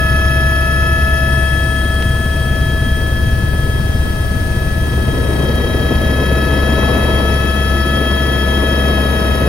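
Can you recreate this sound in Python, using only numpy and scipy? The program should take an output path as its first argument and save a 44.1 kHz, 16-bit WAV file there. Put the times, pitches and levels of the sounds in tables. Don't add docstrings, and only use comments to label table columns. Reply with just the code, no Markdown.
import sys
import numpy as np
from scipy import signal
from scipy.fft import rfft, irfft, next_fast_len
from scipy.io import wavfile

SR = 44100
rng = np.random.default_rng(int(sys.argv[2]) if len(sys.argv) > 2 else 0)


def master_out(mix):
    frames = np.transpose(np.atleast_2d(mix))
    ceiling = np.clip(frames, -1, 1)
    pcm = np.round(ceiling * 32767).astype(np.int16)
    wavfile.write(sys.argv[1], SR, pcm)


N = 418068
T = np.arange(N) / SR
HZ = np.fft.rfftfreq(N, 1 / SR)
BLADE_HZ, TAIL_HZ, MESH_HZ, BEVEL_HZ = 19.48, 68.62, 647.66, 1712

# (time [s], pitch [Hz])
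SHAFT_SPEED = [(0.0, 1707), (0.05, 1708), (0.39, 1713), (1.53, 1719), (3.11, 1714), (3.96, 1705),
               (4.83, 1706), (5.38, 1698), (7.42, 1715), (8.42, 1714), (9.06, 1695), (9.48, 1695)]
# (time [s], torque [0-1])
SHAFT_TORQUE = [(0, 1), (1.2, 0.94), (2.1, 0.43), (3.4, 0.05), (4.8, .05), (5.4, 0.28), (6.5, 0.86),
                (7.2, 0.94), (8.1, 0.84), (9, 0.95), (9.48, 0.89)]
# (time [s], air load [0-1])
AIRFRAME_LOAD = [(0, 0.03), (1, 0.02), (3.4, 0.14), (4.8, .28), (5.25, 0.79), (7, 1), (7.55, 0.56),
                 (8.7, 1), (9.48, 1)]
# (time [s], relative thump [dB], relative wash [dB])
ROTOR_WAKE = [(0, -22.5, -23.5), (1.2, -24.5, -24), (2, -23, -23), (3.2, -19, -19.5), (4.2, -18.5, -22),
              (5.3, -24, -20.5), (6.4, -27, -22.5), (7.2, -25.5, -23.5), (8.1, -32, -26.5), (8.9, -31, -28),
              (9.48, -35, -23)]
# (multiple, relative level [dB])
BLADE_HARMONICS = [(1, -7), (2, -4.5), (3, -6.5), (4, -2.5), (5, -7), (6, -13), (7, -26.5), (8, -20),
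                   (9, -22.5)]
# (multiple, relative level at first [dB], after power-up [dB])
TAIL_HARMONICS = [(1, 0.5, 0), (2, -10, -11.5), (3, -22.5, -12), (4, -29.5, -34), (5, -20.5, -21),
                  (6, -36, -40)]
# (multiple, unloaded level [dB], added at full torque [dB],
# added at full air load [dB], left minus right [dB], flutter depth [factor], left lead [rad])
MESH_HARMONICS = [(1, -35, 7, -.5, 3, 0.13, 1.13), (2, -36, 10.5, -2, 4.5, 0.18, 1.18),
                  (3, -47.5, 8.5, 4.5, 0, 0.52, 1.35), (4, -48, 13, 0, -.5, 0.5, 1.47),
                  (5, -37, 6, 3.5, 2, 0.31, 1.45), (6, -50.5, 4.5, 7.5, 7.5, 0.32, 1.13),
                  (7, -52, 2.5, 4.5, -3, 0.42, 1.2), (8, -52, 10.5, 1, 3, 0.95, 1.47),
                  (9, -54.5, 7, -0.5, 3, 0.66, 1.9), (10, -53, 4, 0, 0, 1.8, 1.5),
                  (11, -69, 12, 5, -3, 1.8, 1.5)]
# (time [s], depth [factor])
PLANET_CHATTER = [(0, 0.73), (1.2, 0.61), (1.6, 0.14), (3.7, .3), (5.4, 1.3), (6, 1.1), (7.1, 0.29),
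                  (8.8, .35), (9.48, 0.68)]
# (time [s], added level [dB])
CABIN_RINGING = [(0, -2.5), (1.2, -3.5), (1.65, 2.5), (2.85, 2), (4.5, -3.5), (5.5, 0), (6.4, -2), (8.7, 4),
                 (9.48, -5.5)]
# (time [s], relative level [dB], left minus right [dB], left lead [rad])
BEVEL_AT_MICS = [(0, -26.5, -1, 1.25), (.9, -26, 3, 1.73), (1.55, -26, 13, 0.99), (2, -28.5, 6.5, 0.11),
                 (3.2, -28.5, 6, -0.52), (4.1, -32, 15, -1), (4.6, -29.5, 7, -1.1), (5.4, -32.5, 12, -1.9),
                 (6.5, -30, 8, -0.43), (7.25, -32, 22, 0), (7.9, -30, 10, 0.25), (8.9, -31, 13, .3),
                 (9.48, -35, 12, 0.99)]
# (nominal pitch [Hz], level [dB], left minus right [dB])
ACCESSORY_TONES = [(690, -48.5, -8), (1682, -45.5, 0), (2377, -53, 4), (2680, -56, 3), (3140, -56, 3),
                   (3405, -56, -5)]
# (frequency [Hz], relative density [dB])
WASH_SPECTRUM = [(10, -22), (30, -12), (50, -2), (75, 0.5), (125, 1.5), (165, -4.5), (220, -9),
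                 (400, -27.5), (1000, -58)]
WIND_SPECTRUM = [(80, -18), (170, -4.5), (230, 0), (330, -3), (500, -6), (650, -9.5), (830, -18),
                 (1060, -17.5), (1400, -27), (2000, -27), (4000, -47)]
DOOR_SPECTRUM = [(300, -2), (900, 4), (1500, 3.5), (2200, -0.5), (2900, -3), (4200, -10), (6000, -20),
                 (7000, -21), (9000, -31), (16000, -42)]
HISS_SPECTRUM = [(1000, -0.5), (3000, 6.5), (5000, 7), (6200, 3), (7300, -0.5), (8000, -1.5), (9500, -2.5),
                 (11500, 3), (13000, 0), (14500, 1), (15700, 4)]
GUST_SPECTRUM = [(150, -23), (330, -7.5), (480, 4.5), (580, -4), (800, -12), (1080, -11), (1400, -26),
                 (3000, -36), (8000, -69)]
# (start [s], length [s], level [dB], tilt [dB/octave])
CANOPY_GUSTS = [(4.98, 0.75, -26, -7), (5.75, 0.89, -29, -1), (6.655, .45, -23.5, 4), (8.3, 0.49, -32, -4),
                (9.05, 0.35, -26, -8)]
# (time [s], pitch [Hz])
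COMPRESSOR_PITCH = [(0, 8950), (.6, 8850), (1.3, 8760), (2.1, 8570), (3.2, 8680), (5, 8740), (6, 9020),
                    (7.8, 8990), (9.48, 9250)]
# (start [s], length [s], level [dB])
BLEED_STEPS = [(1.27, 1.17, -42.5), (2.47, 1.42, -47), (3.89, 1.5, -45)]
# (time [s], level [dB])
CABIN_KNOCKS = [(2.023, -16)]
# (frequency [Hz], correlation [0-1])
MIC_CORRELATION = [(40, .99), (80, 0.86), (150, 0.87), (300, 0.85), (600, 0.64), (1200, 0), (2500, 0)]
# (frequency [Hz], left gain [dB], right gain [dB])
MIC_RESPONSE = [(60, 0.97, -.9), (250, 1, -1.6), (1050, 1.37, -1), (1990, -0.18, 0), (6380, -0.5, 0.5),
                (7300, 3.5, -10), (8000, 2, -17), (8800, 3.5, -8.5), (9700, 3.5, -7), (10700, 4.5, -5),
                (12000, 3, 0), (15600, 2.5, -3.5)]


def main_rotor(blades, uneven_db=1.5, gain_db=-.5, smear=.12):
    thumps = sum(amp(db) * np.cos(2 * np.pi * k * blades - smear * (k - 3) ** 2)
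                 for k, db in BLADE_HARMONICS)
    return np.sqrt(2) * thumps * amp(curves(ROTOR_WAKE)[0] + gain_db + uneven_db * drift(10))


def tail_rotor(clock, power_up_s=4, rise_s=3, gain_db=-21.5):
    turns = TAIL_HZ * clock - .14 + .36 * curves(SHAFT_TORQUE)[0] + 0.008 * drift(3.4)
    powered = np.clip((T - power_up_s) / rise_s, 0, 1)
    drone = sum(amp(early_db + (late_db - early_db) * powered) * np.cos(2 * np.pi * k * turns)
                for k, early_db, late_db in TAIL_HARMONICS)
    return np.sqrt(2) * drone * loaded(torque_db=5.5) * amp(gain_db + .5 * drift(8.9))


def planet_gears(clock, mast, ringing_order=5):
    out = np.zeros((2, N))
    chatter = curves(PLANET_CHATTER)[0] * np.cos(2 * np.pi * 5 * mast)
    for order, db, torque_db, air_db, pan_db, depth, lead in MESH_HARMONICS:
        teeth = 0.97 * tooth_flutter(mast)
        shimmer = 0.59 * (drift(31) + 1j * drift(35))
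        wobble = 1 + depth * (teeth + chatter + shimmer)
        turns = order * MESH_HZ * clock
        tone = cabin_tone(turns, pan_db + 2.5 * drift(0.77), lead + 0.35 * drift(0.5), wobble)
        ring_db = curves(CABIN_RINGING)[0] * (order == ringing_order)
        out += evened(tone) * amp(db + ring_db + 0.78 * drift(2.8)) * loaded(torque_db, air_db)
    return out


def tooth_flutter(mast, rolloff_order=7.8, size=1024):
    orders = np.r_[-12:0, 1:13]
    phases = np.exp(2j * np.pi * rng.random((3, len(orders))))
    weights = phases * rng.uniform(0.74, 1, phases.shape) / (1 + (orders / rolloff_order) ** 4)
    shared, *per_mic = weights @ np.exp(2j * np.pi * np.outer(orders, np.arange(size) / size))
    one_turn = evened(shared + 0.33 * np.array(per_mic))
    return one_turn[:, (mast * size).astype(int) % size]


def bevel_gear(clock, blades, gain_db=2.5, throb=0.021):
    db, pan_db, lead = curves(BEVEL_AT_MICS)
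    tone = cabin_tone(BEVEL_HZ * clock, pan_db, lead) * loaded(torque_db=5)
    return tone * amp(db + gain_db) * (blade_chop(blades, throb) + 0.07 * drift(40))


def airflow(blades):
    wash = air_noise(WASH_SPECTRUM) * amp(curves(ROTOR_WAKE)[1] + 2 + 0.64 * drift(3))
    wind = air_noise(WIND_SPECTRUM) * amp(-29 + 1.23 * drift(37)) * loaded(torque_db=.1, air_db=9.5)
    doors = air_noise(DOOR_SPECTRUM) * amp(-37) * loaded(torque_db=4.5, air_db=3.5)
    hiss = air_noise(HISS_SPECTRUM) * amp(-36) * loaded(torque_db=0.55, air_db=-0.5)
    return (wash + wind) * blade_chop(blades, 0.14) + (doors + hiss) * blade_chop(blades, 0.043)


def gusts(blades, lumps_db=3.5):
    out = np.zeros((2, N))
    for start, length, db, tilt_db in CANOPY_GUSTS:
        air = air_noise([(hz, level + tilt_db * np.log2(hz)) for hz, level in GUST_SPECTRUM])
        out += air * amp(db) * swell(start, length, attack_s=0.18, release_s=0.28)
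    return out * evened(amp(lumps_db * drift(70)) * blade_chop(blades, 0.27))


def turbine(blades, intake_ratio=1.186, bleed_hz=8600):
    hz = curves(COMPRESSOR_PITCH)[0]
    valve = np.max([amp(db) * swell(start, length, attack_s=.04, release_s=0.12)
                    for start, length, db in BLEED_STEPS], axis=0)
    intake = fuzzy_tone(hz * intake_ratio, width_hz=600) * amp(-44.5) * loaded(torque_db=6.6)
    compressor = fuzzy_tone(hz, width_hz=35) * (amp(-56) + 0.47 * valve)
    bleed = fuzzy_tone(np.full(N, bleed_hz), width_hz=1050) * valve
    return intake * blade_chop(blades, 0.14) + compressor + bleed


def knock(decay_s=0.0035, cutoff_hz=2500):
    envelope = sum(amp(db) * (T >= s) * np.exp(-abs(T - s) / decay_s) for s, db in CABIN_KNOCKS)
    lowpass = signal.butter(2, cutoff_hz, fs=SR)
    return envelope * evened(signal.lfilter(*lowpass, rng.standard_normal((2, N))))


def accessories(clock, fade_db=3.5):
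    return sum(cabin_tone(hz * clock, pan_db, lead=1.5) * amp(db + fade_db * drift(1.2))
               for hz, db, pan_db in ACCESSORY_TONES)


def cabin_tone(turns, pan_db, lead, wobble=1):
    side = np.array([[.5], [-.5]])
    gain = amp(side * pan_db)
    angle = 2 * np.pi * (turns % 1) + side * lead
    return 2 * gain / np.hypot(*gain) * np.real(wobble * np.exp(1j * angle))


def air_noise(spectrum):
    size = next_fast_len(N)
    hz = np.fft.rfftfreq(size, 1 / SR)
    left, unrelated = rfft(rng.standard_normal((2, size)))
    likeness = np.interp(hz, HZ, spectra(MIC_CORRELATION)[0])
    right = likeness * left + np.sqrt(1 - likeness ** 2) * unrelated
    colour = amp(np.interp(hz, HZ, spectra(spectrum)[0]))
    return evened(irfft(np.array([left, right]) * colour, size)[:, :N])


def fuzzy_tone(hz, width_hz):
    pole = np.exp(-np.pi * width_hz / SR)
    noise = rng.standard_normal((2, N)) + 1j * rng.standard_normal((2, N))
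    band = signal.lfilter([1], [1, -2 * pole, pole * pole], noise)
    return evened((band * np.exp(2j * np.pi * np.cumsum(hz) / SR)).real)


def blade_chop(blades, depth):
    return 1 + depth * np.cos(2 * np.pi * blades)


def loaded(torque_db, air_db=0):
    return amp(torque_db * curves(SHAFT_TORQUE)[0] + air_db * curves(AIRFRAME_LOAD)[0])


def swell(start, length, attack_s, release_s):
    return np.clip((T - start) / attack_s, 0, 1) * np.exp(-np.maximum(T - start - length, 0) / release_s)


def drift(rate_hz, count=4096):
    hz = np.fft.rfftfreq(count, T[-1] / count)
    slow = irfft(rfft(rng.standard_normal(count)) * np.exp(-(hz / rate_hz) ** 2))
    return np.interp(T, np.linspace(0, T[-1], count), evened(slow))


def curves(rows):
    times, *columns = np.transpose(rows)
    return [np.interp(T, times, column) for column in columns]


def spectra(rows):
    hz, *columns = np.transpose(rows)
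    return [np.interp(np.log(HZ + 1), np.log(hz), column) for column in columns]


def amp(db):
    return 10 ** (np.asarray(db) / 20)


def evened(x):
    return x / np.sqrt(np.mean(abs(x) ** 2) + 1e-20)


def scene():
    clock = np.cumsum(curves(SHAFT_SPEED)[0] / BEVEL_HZ) / SR
    blades = BLADE_HZ * clock - .09
    mast = blades / 3
    gears = planet_gears(clock, mast) + bevel_gear(clock, blades) + accessories(clock)
    rotors = main_rotor(blades) + tail_rotor(clock)
    return rotors + gears + airflow(blades) + gusts(blades) + turbine(blades) + knock()


def record(dry, knee=0.51, headroom=0.27, cutoff_hz=15830):
    coloured = irfft(rfft(dry) * amp(spectra(MIC_RESPONSE)), N)
    clipped = np.clip(coloured, -knee, knee)
    softened = clipped + headroom * np.tanh((coloured - clipped) / headroom)
    lowpass = signal.firwin(1023, cutoff_hz, window=("kaiser", 9), fs=SR)
    return signal.oaconvolve(softened, lowpass[None], "same", axes=1)


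dry = scene()
out = record(dry)
master_out(out)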